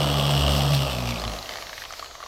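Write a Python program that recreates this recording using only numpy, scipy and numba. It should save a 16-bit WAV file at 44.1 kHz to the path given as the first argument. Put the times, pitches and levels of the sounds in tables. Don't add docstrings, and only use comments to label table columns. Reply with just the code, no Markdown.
import sys
import numpy as np
from scipy import signal
from scipy.fft import rfft, irfft
from scipy.io import wavfile
from scipy.ndimage import uniform_filter1d
from numba import njit

SR = 44100
rng = np.random.default_rng(int(sys.argv[2]) if len(sys.argv) > 2 else 0)


def magnitude_from_level(level_db):
    exponent = np.asarray(level_db, float) / 20
    return 10 ** exponent


def generate_wav(sig):
    pcm = np.round(np.clip(np.atleast_2d(sig).T, -1, 1) * 32767).astype(np.int16)
    wavfile.write(sys.argv[1], SR, pcm)


N = 100239
T = np.arange(N) / SR

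# time_s, orbit_rate_hz
PAD_SPEED = [(0, 72.4), (.11, 71.5), (.31, 70.5), (.6, 70.6), (.76, 70), (.81, 69.4), (.892, 65.8),
             (.984, 62), (1.106, 58.8), (1.268, 55.1), (1.45, 49.9), (1.7, 43.3), (1.9, 38.4), (2.1, 34),
             (2.27, 30.4)]
# time_s, first_db, second_db, third_db, fourth_db
PANEL_HUM = [(0, -56, -26.5, -54, -42), (.03, -33, -26, -34, -38.5), (.14, -31, -26, -34.5, -38),
             (.31, -37, -23, -36.5, -46), (.37, -30, -21, -36.5, -37), (.41, -24.5, -26.5, -40, -38.5),
             (.47, -22, -28.5, -39, -41.5), (.59, -28.5, -24, -31, -39), (.73, -34, -20.5, -48.5, -42.5),
             (.82, -33, -23.5, -43.5, -43.5), (.89, -32, -36.5, -48, -48), (.99, -37, -32, -39.5, -38.5),
             (1.1, -33, -29.5, -47, -37.5), (1.15, -39, -34, -34.5, -37.5), (1.21, -38, -61, -47, -57),
             (1.27, -32.5, -31.5, -55, -39.5), (1.33, -34, -50.5, -46, -48),
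             (1.4, -46.5, -50, -55.5, -55.5), (1.5, -59, -59, -69, -85), (2.27, -67, -61.5, -81, -78)]
# time_s, level_db, lag_turns (behind the orbit)
ORBIT_KNOCKS = [(0, -35, 0.31), (.14, -38, 0.21), (.3, -36, -0.062), (.5, -36.5, 0.016), (.75, -45, 0.029),
                (.87, -41.5, -.05), (1.03, -46, 1.17), (1.11, -43, 1.12)]
# orbit_multiple (ratio), level_db
GEAR_MESH = [(39.3, -6), (41.2, 2), (46, -0.5)]
# start_s, level_db, ring_hz, housing_share_db
LOOSE_KNOCKS = [(0.5518, -17, 11500, -7), (0.7369, -20.5, 10500, 5.5), (1.1222, -16.5, 2258, -22),
                (1.142, -13.5, 4600, -17), (1.159, -16, 2550, -11), (1.174, -18.5, 2640, -18),
                (1.1846, -17, 3620, -13), (1.1974, -14.5, 4300, -11), (1.218, -17, 4800, -6),
                (1.2389, -19, 1060, 2), (1.2504, -27, 3250, 6), (1.2782, -14.5, 4000, -7.5),
                (1.297, -18, 4250, -4), (1.318, -23, 4100, 0.5), (1.336, -16.5, 4100, -7),
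                (1.3637, -23, 2530, -9), (1.3877, -16.5, 4100, -17), (1.4272, -16, 4140, -7.5),
                (1.458, -27.5, 2970, 2), (1.492, -18, 1210, -2), (1.509, -18, 4370, -6),
                (1.521, -26.5, 1960, -1), (1.537, -23, 1200, 1), (1.5569, -25, 1790, 3.5),
                (1.571, -24.5, 1200, 4), (1.5847, -25, 1780, -1), (1.624, -29, 1800, 5),
                (1.6685, -26.5, 1810, -1.5), (1.6936, -28.5, 1680, 4), (1.73, -25, 1660, 1),
                (1.779, -21.5, 1850, -2), (1.8198, -21, 1740, -7), (1.838, -28.5, 3080, 3),
                (1.8517, -24, 3040, -3), (1.8555, -25.5, 4410, -0.5), (1.9065, -18.5, 1200, -10),
                (1.9246, -24.5, 6080, -2.5), (1.9366, -19, 1190, -8.5), (1.9946, -23, 1300, 1.5),
                (2.0257, -16, 1110, -16), (2.045, -22, 1230, -6), (2.0598, -24, 4200, -3),
                (2.111, -24.5, 1200, -9), (2.1526, -23.5, 1150, -5.5), (2.2038, -20, 1200, -9),
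                (2.228, -18, 1160, -30), (2.237, -26, 1220, -0.5), (2.262, -25, 1040, -4)]
# pitch_hz, width_hz, level_db
HOUSING_MODES = [(680, 243, 2), (1200, 140, 3.5), (1810, 550, -6.5), (2290, 550, -4.5), (3030, 440, -3.5),
                 (4410, 350, -3), (5970, 590, -11.5), (8700, 440, -28)]
# pitch_hz, width_hz, level_db
PANEL_MODES = [(231, 230, -10.5), (388, 83, -3.5), (535, 216, -2.5), (693, 183, 0.5), (856, 116, -3.5),
               (1200, 230, -7)]
# time_s, panel_drumming_db, disc_hiss_db, fan_rush_db
WORK_LEVELS = [(0, -26.5, -34, -54), (.05, -28, -36, -55), (.3, -29.5, -35, -57), (.56, -28.5, -34, -60),
               (.75, -31.5, -34.5, -59), (.9, -32.5, -38.5, -54), (1.1, -33.5, -40.5, -60),
               (1.3, -35.5, -44, -58), (1.45, -40, -45, -67), (1.7, -45, -45, -67), (1.85, -51.5, -45, -66),
               (2.05, -57, -48, -54.5), (2.27, -76, -50.5, -56)]
# pitch_hz, density_db (per Hz)
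DRIVEN_COLOUR = [(880, -28), (1500, -14), (2330, -14), (2830, -3.5), (3440, -3), (3790, -7.5), (5500, -8),
                 (6490, -20.5), (8130, -15.5), (9880, -26), (12400, -18.5), (15500, -27.5)]
# pitch_hz, density_db (per Hz)
COASTING_COLOUR = [(880, -42), (1500, -9), (1880, -5), (2350, -7.5), (2830, -8.5), (3090, -9), (4350, -6.5),
                   (5190, -9), (6010, -10), (8620, -23.5), (13100, -17.5), (15500, -26)]
# orbit_multiple (ratio), level_db
WHINE_LINES = [(38.5, 4), (41.2, 5), (61.5, 3), (90, 7), (99.3, 8), (106.5, 4), (112.5, 9), (122, 10),
               (127.5, 7), (139, 9), (145.5, 4), (154, 8), (200, 6), (223.5, 7), (257, 6), (290, 5),
               (311.5, 4)]
# pitch_hz, density_db (per Hz)
ROOM_COLOUR = [(15, -28), (25, 5), (63, -5.5), (220, -15.5), (528, -4.5), (682, 1), (796, -4.5), (1200, -4),
               (1500, -11), (1950, -49), (3300, -120)]
# pitch_hz, level_db
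MAINS_HUM = [(59.5, -61), (119, -69)]


def level(x, db):
    return x * magnitude_from_level(db) / np.sqrt(np.mean(x ** 2))


def column(table, index):
    return np.interp(T, [row[0] for row in table], [row[index] for row in table])


def sine(turns):
    return np.sqrt(2) * np.sin(2 * np.pi * turns)


@njit
def svf(x, hz, width):
    y, band, low = np.empty(len(x)), 0., 0.
    for i in range(len(x)):
        g, k = np.tan(np.pi * hz[i] / SR), width / hz[i]
        v = (band + g * (x[i] - low)) / (1 + g * (g + k))
        band, low, y[i] = 2 * v - band, low + 2 * g * v, k * v
    return y


def ring(x, modes):
    out = np.zeros(len(x))
    for k, (hz, width, db) in enumerate(modes):
        out += (-1) ** k * magnitude_from_level(db) * svf(x, np.full(len(x), 1. * hz), 1. * width)
    return out


def noise(colour):
    f = np.arange(1, N // 2 + 2) * SR / N
    hz, db = np.array(colour).T
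    gain = magnitude_from_level(np.interp(np.log(f), np.log(hz), db))
    return level(irfft(rfft(rng.standard_normal(N)) * gain, N), 0)


def walk(rate):
    k = int(SR / rate)
    steps = np.repeat(rng.standard_normal(N // k + 1), k)
    return 0.88 * uniform_filter1d(uniform_filter1d(steps, k), k)[:N]


def bursts(times, db, decay_s):
    kick = np.zeros(N)
    np.add.at(kick, np.clip((times * SR).astype(int), 0, N - 1), magnitude_from_level(db))
    return signal.lfilter([1], [1, -np.exp(-1 / (decay_s * SR))], kick)


def hum(turns):
    out = np.zeros(N)
    for k in range(1, 5):
        gain = magnitude_from_level(column(PANEL_HUM, k) + 0.64 * k * walk(44.7))
        waver_rad = 0.4 * (k - 1) * walk(30.61)
        out += gain * sine(k * turns + waver_rad / (2 * np.pi))
    return out


def orbit_knocks(turns):
    last_knock_s, decay_s = 1.11, 0.0019
    beats = turns - column(ORBIT_KNOCKS, 2)
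    count = int(np.interp(last_knock_s, T, beats)) + 1
    jitter, strength, echo_jitter, echo_strength = rng.standard_normal((count, 4)).T
    at = np.arange(count) + 0.06 * jitter
    rebound_at = at + 0.5 + 0.16 * echo_jitter
    knock = bursts(np.interp(at, beats, T), 1.0 * strength, decay_s)
    rebound = bursts(np.interp(rebound_at, beats, T), -10 + 3.5 * echo_strength, decay_s)
    env = knock + rebound

    rough = rng.standard_normal(N)
    mesh = np.zeros(N)
    for k, db in GEAR_MESH:
        waver_rad = 0.75 * walk(89.4)
        mesh += magnitude_from_level(db + 1.9 * walk(19)) * np.sin(2 * np.pi * k * turns + waver_rad)
    contact = env ** 2 * rough + 6 * np.diff(env, prepend=0)
    tick = svf(contact, np.full(N, 8200.), 430.)
    soft = uniform_filter1d(env, size=55)
    housing = ring(soft * rough, HOUSING_MODES)
    tone = level(soft * mesh, 1.0) + level(housing, -3.5) + level(tick, -14.5)
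    return tone * magnitude_from_level(column(ORBIT_KNOCKS, 1)), level(env, 0)


def loose_knocks():
    size, decay_s = 2048, 0.0033
    fade = np.exp(-np.arange(size) / (decay_s * SR))
    out = np.zeros(N + size)
    for start_s, db, hz, housing_db in np.array(LOOSE_KNOCKS):
        blow = rng.standard_normal(size) * fade
        blow[:2] += 4
        own = svf(blow, np.full(size, hz), 0.12 * hz)
        housing = ring(blow, HOUSING_MODES)
        hit = magnitude_from_level(-6) * own / np.abs(own).max() + magnitude_from_level(housing_db) * housing / np.abs(housing).max()
        first = int(start_s * SR)
        out[first:first + size] += magnitude_from_level(db) * hit
    return svf(out[:N], np.full(N, 2200.), 7000.)


def panel_drumming(env):
    rub = rng.standard_normal(N) * (1 + 0.28 * env) * magnitude_from_level(1.24 * walk(23.6))
    return level(ring(rub, PANEL_MODES), -0.92) * magnitude_from_level(column(WORK_LEVELS, 1))


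def disc_hiss(env, coast):
    driven = np.sqrt(1 - coast) * noise(DRIVEN_COLOUR)
    coasting = np.sqrt(coast) * noise(COASTING_COLOUR) * magnitude_from_level(1.5)
    air = (driven + coasting) * (1 + 0.36 * env) * magnitude_from_level(2.3 * walk(40.8))
    return air * magnitude_from_level(column(WORK_LEVELS, 2))


def whine(turns, speed, coast):
    colour_shift = 1.17
    hz, density_db = np.array(COASTING_COLOUR).T
    lines = np.zeros(N)
    for k, db in WHINE_LINES:
        colour_db = np.interp(k * speed / colour_shift, hz, density_db)
        gain = magnitude_from_level(db - 12 + colour_db + 4 * walk(8))
        waver_rad = 1.1 * walk(60)
        lines += gain * np.sin(2 * np.pi * k * turns + waver_rad)
    return lines * (0.25 + np.sqrt(coast)) * magnitude_from_level(column(WORK_LEVELS, 2))


def fan_rush(speed):
    hz = 192 * speed
    width = 0.14 * hz.mean()
    rush = svf(svf(rng.standard_normal(N), hz, width), hz, width)
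    return level(rush, 0) * magnitude_from_level(column(WORK_LEVELS, 3))


def workshop_echo(tool):
    t60_s, echo_db, first_return_s = 0.14, -15, 0.006
    lag = T[:SR // 2]
    tail = rng.standard_normal(len(lag)) * magnitude_from_level(-60 * lag / t60_s) * (lag > first_return_s)
    return signal.fftconvolve(tool, magnitude_from_level(echo_db) * tail / np.sqrt(np.sum(tail ** 2)))[:N]


def workshop():
    rumble = level(noise(ROOM_COLOUR), -48)
    return rumble + sum(magnitude_from_level(db) * sine(hz * T) for hz, db in MAINS_HUM)


def scene():
    speed = column(PAD_SPEED, 1)
    turns = np.cumsum(speed) / SR
    coast_from_s, coast_to_s = 0.88, 1.67
    coast = np.clip((T - coast_from_s) / (coast_to_s - coast_from_s), 0, 1)
    knocks, env = orbit_knocks(turns)
    tool = knocks + loose_knocks() + panel_drumming(env)
    tool = tool + disc_hiss(env, coast) + whine(turns, speed, coast) + fan_rush(speed)
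    return (tool + workshop_echo(tool) + hum(turns) + workshop())[None]


def band_limit(x):
    return signal.sosfilt(signal.butter(12, 15640, fs=SR, output="sos"), x)


def record(dry):
    return band_limit(dry)


dry = scene()
out = record(dry)
generate_wav(out)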